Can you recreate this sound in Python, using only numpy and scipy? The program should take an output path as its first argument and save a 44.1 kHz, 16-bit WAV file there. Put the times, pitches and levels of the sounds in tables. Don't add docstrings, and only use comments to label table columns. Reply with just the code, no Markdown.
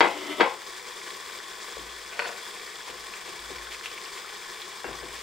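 import sys
import numpy as np
from scipy import signal
from scipy.fft import rfft, irfft
from scipy.io import wavfile
from scipy.ndimage import uniform_filter1d

SR = 44100
rng = np.random.default_rng(int(sys.argv[2]) if len(sys.argv) > 2 else 0)


def digitize_waveform(pressure):
    field = np.atleast_2d(pressure).T
    bounded = np.clip(field, -1, 1)
    quanta = np.round(bounded * 32767).astype(np.int16)
    wavfile.write(sys.argv[1], SR, quanta)


N = 230552
T = np.arange(N) / SR
HZ = np.fft.rfftfreq(8192, 1 / SR)

# frequency_hz, side_gain
SIDE_SHARE = [(100, 0.77), (350, 0.041), (1400, 0.33), (3200, .22), (7000, 0.5), (15000, 0.76)]


def simmer(hiss_db=-1, fizz_db=-5, level_db=-41.0, flutter_db=1.0, swell_db=0.58):
    # frequency_hz, level_db
    sizzle = [(150, -23.5), (300, -44), (650, -11.5), (1400, -13.5), (2700, -16), (4200, -12.5),
              (6300, -15.5), (8400, -18), (10000, -23.5), (11300, -30.5), (13000, -29.5), (15700, -30.5)]
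    # pitch_hz, width_hz, level_db
    pot_modes = [(368, 25, -1.1), (422, 38, -2.6), (482, 33, -3.0), (833, 31, -9.3), (986, 49, -6.2),
                 (1044, 48, -3.0), (1106, 94, -1.1), (1506, 40, -6.3), (1722, 37, -2.8), (1830, 39, -6.2),
                 (1940, 166, -5.7), (2295, 213, -7.3), (3350, 144, -5.8), (3517, 261, -8.1),
                 (4702, 116, -12.3), (5078, 326, -10.2), (7466, 305, -14.7), (14813, 720, -24.9)]
    # time_s, level_db
    arm_shade = [(2.4, 0), (3.0, -0.5)]
    body = ring(np.hypot(gain_of(hiss_db + read(sizzle, HZ)), resonances(pot_modes)))
    t = np.arange(256) / SR
    fizz = 0
    for hz in np.linspace(1600, 15000, num=20):
        age = t * hz / 1.04
        ping = age * np.exp(-age) * np.sin(2 * np.pi * hz * t)
        fizz = fizz + evened(through(clicks(per_s=160, spread_db=2.9), ping))
    collapse = clicks(per_s=9000, spread_db=1.5)
    mid = evened(collapse + gain_of(fizz_db) * evened(fizz)[0])
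    scattered = clicks(per_s=12000, spread_db=3.0)
    side = irfft(rfft(scattered) * read(SIDE_SHARE, np.fft.rfftfreq(N, 1 / SR)), N)
    swell = gain_of(level_db + flutter_db * wander(rate_hz=32) + swell_db * wander(rate_hz=2.3))
    shade = gain_of(np.interp(T, *np.transpose(arm_shade)))
    return through([mid, side], body) * swell * shade


def plate(counter_db=-1, knock_db=1, damping_hz=16, radiate_hz=3200, lowest_hz=150, highest_hz=6000):
    # frequency_hz, level_db
    counter = [(80, -52.9), (150, -39), (270, -32), (400, -3), (1000, -4), (2400, -9.5), (3600, -14.5),
               (5000, -40), (7000, -21.5), (12000, -74)]
    # pitch_hz, width_hz, level_db
    modes = [(196, 7.4, -8.5), (314, 5.9, -3.5), (352, 12, 1.5), (477, 8.4, 0.5), (540, 7.7, -2.5),
             (580, 8.7, -13), (640, 10, -21), (714, 8.2, -2), (793, 11, 0.5), (790, 8.6, -8), (952, 52, 3),
             (1058, 16, -13), (1100, 9.7, -4), (1300, 9.9, -6), (1420, 17, -4), (1606, 37, -1.5),
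             (1860, 11, -27), (1830, 16, -7), (2020, 25, 2), (2230, 120, -3.5), (2526, 19, -8),
             (3264, 38, -4.5), (3840, 68, -11.5), (4540, 155, -11), (5150, 20, -11)]
    # start_s, level_db, hardness_hz, chatter_s
    landings = [(0.0062, 14.5, 5700, 0.00093), (0.398, 9.5, 2200, 0.0049), (0.4058, 10.5, 5540, 0.0037),
                (0.4085, 16, 1100, 0.002994)]
    # start_s, length_s, level_db
    shoves = [(0.08, 0.19, -38), (0.27, 0.061, -35.5), (0.36, 0.027, -33)]
    # pitch_hz, width_hz, level_db
    rub_modes = [(299, 13.3, 3), (380, 28, 3.5), (500, 16, -21), (612, 43, -2.5), (654, 18, -6),
                 (1010, 240, -10.5), (1310, 23, -4.5), (2070, 75, -2.5), (3030, 300, -9.5),
                 (3440, 160, -11.5)]
    held = [(hz, width + damping_hz, db) for hz, width, db in modes]
    radiation = np.hypot(1, HZ / radiate_hz)
    radiation /= np.hypot(1, (lowest_hz / (HZ + 1)) ** 3) * np.hypot(1, (HZ / highest_hz) ** 3)
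    body = ring(np.hypot(gain_of(counter_db + read(counter, HZ)), resonances(held)) * radiation)
    knocks = gain_of(knock_db) * through(blows(landings + rocking()), body)
    friction = clicks(per_s=1700, spread_db=1.5) * gestures(shoves, attack_s=0.03, release_s=0.032)
    scrape = through(friction, ring(resonances(rub_modes)))
    return placed(knocks + scrape, near_db=0.5, room_db=-6, near_stretch=0.24)


def rocking(gap_s=0.014, hardness_hz=2900, dulling=0.86, chatter_s=0.0045, count=5):
    # start_s, level_db, fade_db_per_s
    rocks = [(0.0114, 11.5, 95), (0.414, 11, 270)]
    return [(s + k * gap_s, db - fade * k * gap_s, hardness_hz * dulling ** k, chatter_s)
            for s, db, fade in rocks for k in range(count)]


def spatula():
    # pitch_hz, width_hz, level_db
    modes = [(486, 42, 1), (585, 17, 2), (698, 40, -0.5), (811, 18, -8), (1010, 160, -1.5), (1476, 94, 3.5),
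             (1740, 48, -10), (1860, 110, -1), (2120, 120, -2.5), (2420, 170, 1), (2620, 33, -2.0),
             (2840, 75, -0.5), (4200, 130, -17), (4420, 22, 3), (5170, 173, -23.0)]
    # start_s, length_s, level_db
    drags = [(2.11, 0.086, -42.5)]
    # start_s, level_db, hardness_hz, chatter_s
    knocks = [(2.1918, 3, 9000, 0.0024), (2.197, 1.5, 6000, .003), (2.2205, -1, 2500, 0.0016),
              (2.249, -3.5, 2600, 0.0043), (2.255, -1.5, 1800, .004), (2.288, 0.5, 1200, .008)]
    friction = clicks(per_s=1300, spread_db=4.0) * gestures(drags, attack_s=0.018, release_s=0.006)
    clatter = through(blows(knocks) + friction, ring(resonances(modes)))
    return placed(clatter, near_db=-5.5, room_db=-2.5, near_stretch=0.11)


def pot_bumps():
    # pitch_hz, width_hz, level_db
    modes = [(146, 44, -13.5), (370, 50, 1), (500, 20, 2.5), (785, 350, -6), (1027, 5.1, 4), (1125, 8.7, 7),
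             (1354, 19, -6), (1604, 80, 1.5), (1810, 75, -5.5), (2230, 31, -2), (2750, 44, -1)]
    # start_s, level_db, hardness_hz, chatter_s
    bumps = [(1.772, -3, 500, 0.0076), (2.889, -5.5, 900, 0.00502), (3.274, -8, 1200, 0.005),
             (3.495, -1.5, 600, 0.0086), (4.843, 0.5, 2820, 0.00157), (4.881, 0, 900, 0.0048),
             (5.022, -1, 700, 0.0066)]
    thuds = through(blows(bumps), ring(resonances(modes)))
    return placed(thuds, near_db=-5, room_db=3.5, near_stretch=0.067)


def pops(rise=0.017, pop_db=-1, lowest_hz=320, swell_s=0.00049, reference_hz=2000, size_law=0.87):
    # start_s, level_db, pitch_hz
    large_bubbles = [(1.0157, -28.5, 2060), (1.402, -27.5, 1660), (1.768, -29, 468), (2.878, -28, 950),
                     (3.1375, -24.5, 2460), (3.7198, -25.5, 2180), (3.7468, -25, 2300),
                     (3.8588, -16.5, 2680), (3.9776, -23.5, 2260), (4.0525, -26.5, 4870),
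                     (4.1755, -25.5, 2190), (4.6182, -22.5, 3600)]
    notes, t = np.zeros(N), np.arange(3000) / SR
    for s, db, hz in large_bubbles + small_bubbles():
        age = t / swell_s * (hz / reference_hz) ** size_law
        tone = np.sin(2 * np.pi * hz * t * (1 + rise * np.tanh(age / 2)))
        add(notes, s, gain_of(db + pop_db) * age * np.exp(1 - age) * tone)
    notes = signal.sosfilt(signal.butter(2, lowest_hz, "high", fs=SR, output="sos"), notes)
    return placed(notes, near_db=-2, room_db=-9, near_stretch=0.13)


def small_bubbles(quietest_db=-34, loudest_db=-28, low_hz=1300, high_hz=5500, candidates=60):
    stir_from_s, stir_to_s = 2.2, 4.8
    when, chance, size, pitch = rng.random((candidates, 4)).T
    start_s = when * N / SR
    per_s = np.where((start_s > stir_from_s) & (start_s < stir_to_s), 7.0, 2.0)
    level_db = quietest_db + (loudest_db - quietest_db) * size
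    rows = np.transpose([start_s, level_db, low_hz * (high_hz / low_hz) ** pitch])
    return list(rows[chance < per_s * N / SR / candidates])


def squelch():
    # start_s, length_s, level_db
    strokes = [(2.85, 0.054, -45), (3.27, 0.021, -43), (3.7, 0.033, -40.5), (3.83, 0.027, -39.5),
               (4.15, 0.046, -44.5), (4.59, 0.05, -50), (5.14, 0.083, -46)]
    # frequency_hz, level_db
    colour = [(300, -18), (1000, 8), (2200, 10.5), (3600, 10), (6000, 4), (9000, -4), (16000, -13)]
    tearing = clicks(per_s=2300, spread_db=2.5) * gestures(strokes, attack_s=0.011, release_s=0.021)
    crackle = through(tearing, ring(gain_of(read(colour, HZ))))
    return placed(crackle, near_db=1, room_db=-12, near_stretch=0.18)


def hob(pitch_hz=56, rest_db=-75, waver_rad=0.68, throb_db=2):
    # start_s, length_s, level_db
    pushes = [(1.75, 0.054, -53.5), (2.89, 0.11, -64.5), (3.39, 0.23, -57), (4.86, 0.071, -53),
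              (5.01, 0.23, -59)]
    phase = 2 * np.pi * pitch_hz * T + waver_rad * wander(rate_hz=5.2)
    drone = evened(np.sin(phase) * gain_of(throb_db * wander(rate_hz=11)))
    shake = gain_of(rest_db) + gestures(pushes, attack_s=0.019, release_s=0.14)
    return np.array([shake * drone, np.zeros(N)])


def room_tone(mid_db=-57, side_db=-60):
    # frequency_hz, level_db
    colour = [(20, 5), (55, -8), (90, 1), (140, -3), (200, 8.5), (260, 1), (500, 2.5), (2000, 4.5),
              (16000, -30)]
    air = through(rng.standard_normal((2, N)), ring(gain_of(read(colour, HZ))))
    return air * gain_of([[mid_db], [side_db]])


def placed(x, near_db, room_db, near_stretch, smooth_bins=5):
    mid, side = (gain_of(near_db) * echoes(near_stretch) + gain_of(room_db) * echoes(0.99)
                 for _ in range(2))
    mid[0] += 1
    colour = np.sqrt(uniform_filter1d(abs(rfft(mid, 2 * (len(HZ) - 1))) ** 2, smooth_bins))
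    mid = signal.fftconvolve(mid, ring(1 / colour))[:len(side)]
    side_filter = np.fft.fftshift(irfft(read(SIDE_SHARE, HZ)))
    side = signal.fftconvolve(side, side_filter, "same") / np.linalg.norm(side)
    return through(x, [mid / np.linalg.norm(mid), side])


def echoes(stretch):
    # frequency_hz, t60_s
    decay = [(150, 0.46), (500, 0.33), (1500, 0.36), (4000, 0.37), (12000, 0.18)]
    taps = rng.choice([-1., 1.], SR // 2) * (rng.random(SR // 2) < 0.12)
    hz, t, bands = signal.stft(taps, SR, nperseg=128)
    fade = np.exp(-np.log(1000) * t / (stretch * read(decay, hz)[:, None]))
    tail = signal.istft(bands * fade, SR)[1]
    return tail / np.linalg.norm(tail)


def blows(rows, smooth_bins=40):
    force = np.zeros(N)
    for s, db, hardness_hz, chatter_s in rows:
        delay_s = chatter_s * abs(evened(uniform_filter1d(rng.standard_normal(len(HZ)), smooth_bins)))
        spectrum = np.exp(-2j * np.pi * np.cumsum(delay_s) * HZ[1]) / (1 + 1j * HZ / hardness_hz) ** 2
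        add(force, s, gain_of(db) * irfft(spectrum)[:len(HZ)])
    return force


def gestures(rows, attack_s, release_s):
    return sum(gain_of(db) * np.clip((T - s) / attack_s, 0, 1)
               * np.exp(-np.maximum(T - s - length_s, 0) / release_s) for s, length_s, db in rows)


def clicks(per_s, spread_db):
    size = gain_of(spread_db * np.minimum(rng.exponential(1, N), 5))
    return evened(size * rng.choice([-1, 1], N) * (rng.random(N) < per_s / SR))


def wander(rate_hz):
    hz = np.fft.rfftfreq(N, 1 / SR)
    return evened(irfft(rfft(rng.standard_normal(N)) / (1 + (hz / rate_hz) ** 2), N))


def resonances(modes):
    return np.sqrt(sum(gain_of(db) ** 2 / (1 + ((HZ ** 2 - hz ** 2) / (width * HZ + 1)) ** 2)
                       for hz, width, db in modes))


def ring(magnitude):
    log_gain = np.log(np.maximum(magnitude / magnitude.max(), 1e-5))
    mirrored = np.concatenate([log_gain, log_gain[-2:0:-1]])
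    response = np.fft.ifft(np.exp(np.conj(signal.hilbert(mirrored)))).real[:len(HZ)]
    return response / np.linalg.norm(response)


def through(x, response):
    return signal.fftconvolve(np.atleast_2d(x), np.atleast_2d(response), axes=1)[:, :N]


def add(mix, s, sound):
    part = mix[max(round(s * SR), 0):][:len(sound)]
    part += sound[:len(part)]


def read(points, hz):
    table_hz, value = np.transpose(points)
    return np.interp(np.log(hz + 1), np.log(table_hz + 1), value)


def evened(x):
    return x / np.sqrt(np.mean(x ** 2) + 1e-20)


def gain_of(db):
    return 10 ** (np.asarray(db) / 20)


def scene():
    mid, side = simmer() + plate() + spatula() + pot_bumps() + pops() + squelch() + hob() + room_tone()
    return np.array([mid + side, mid - side])


def record(dry, edge_hz=15850):
    # frequency_hz, left_minus_right_db
    balance = [(60, 3.5), (200, 4.5), (380, 7.5), (700, 8), (1290, 6), (2400, 1.3), (4400, 0), (5600, .5),
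               (7500, 8), (8600, 3.5), (9900, -4.5), (11000, 1.5), (15000, 1.5)]
    # frequency_hz, left_lead_rad
    phase = [(50, 0), (600, -.2), (1700, -.6), (3300, 0), (6500, 0), (8000, -1.3), (9800, -1.5), (11000, 0),
             (15000, -.3)]
    lean = gain_of(read(balance, HZ) / 2) * np.exp(1j * read(phase, HZ) / 2)
    ports = np.array([lean, 1 / lean]) * 2 / abs(lean + 1 / lean)
    responses = np.fft.fftshift(irfft(ports), axes=1)[:, 1:]
    heard = signal.fftconvolve(dry, responses, "same", axes=1)
    low_pass = signal.firwin(511, edge_hz, window=("kaiser", 9), fs=SR)
    return signal.oaconvolve(np.clip(heard, -1, 1), low_pass[None], "same")


dry = scene()
out = record(dry)
digitize_waveform(out)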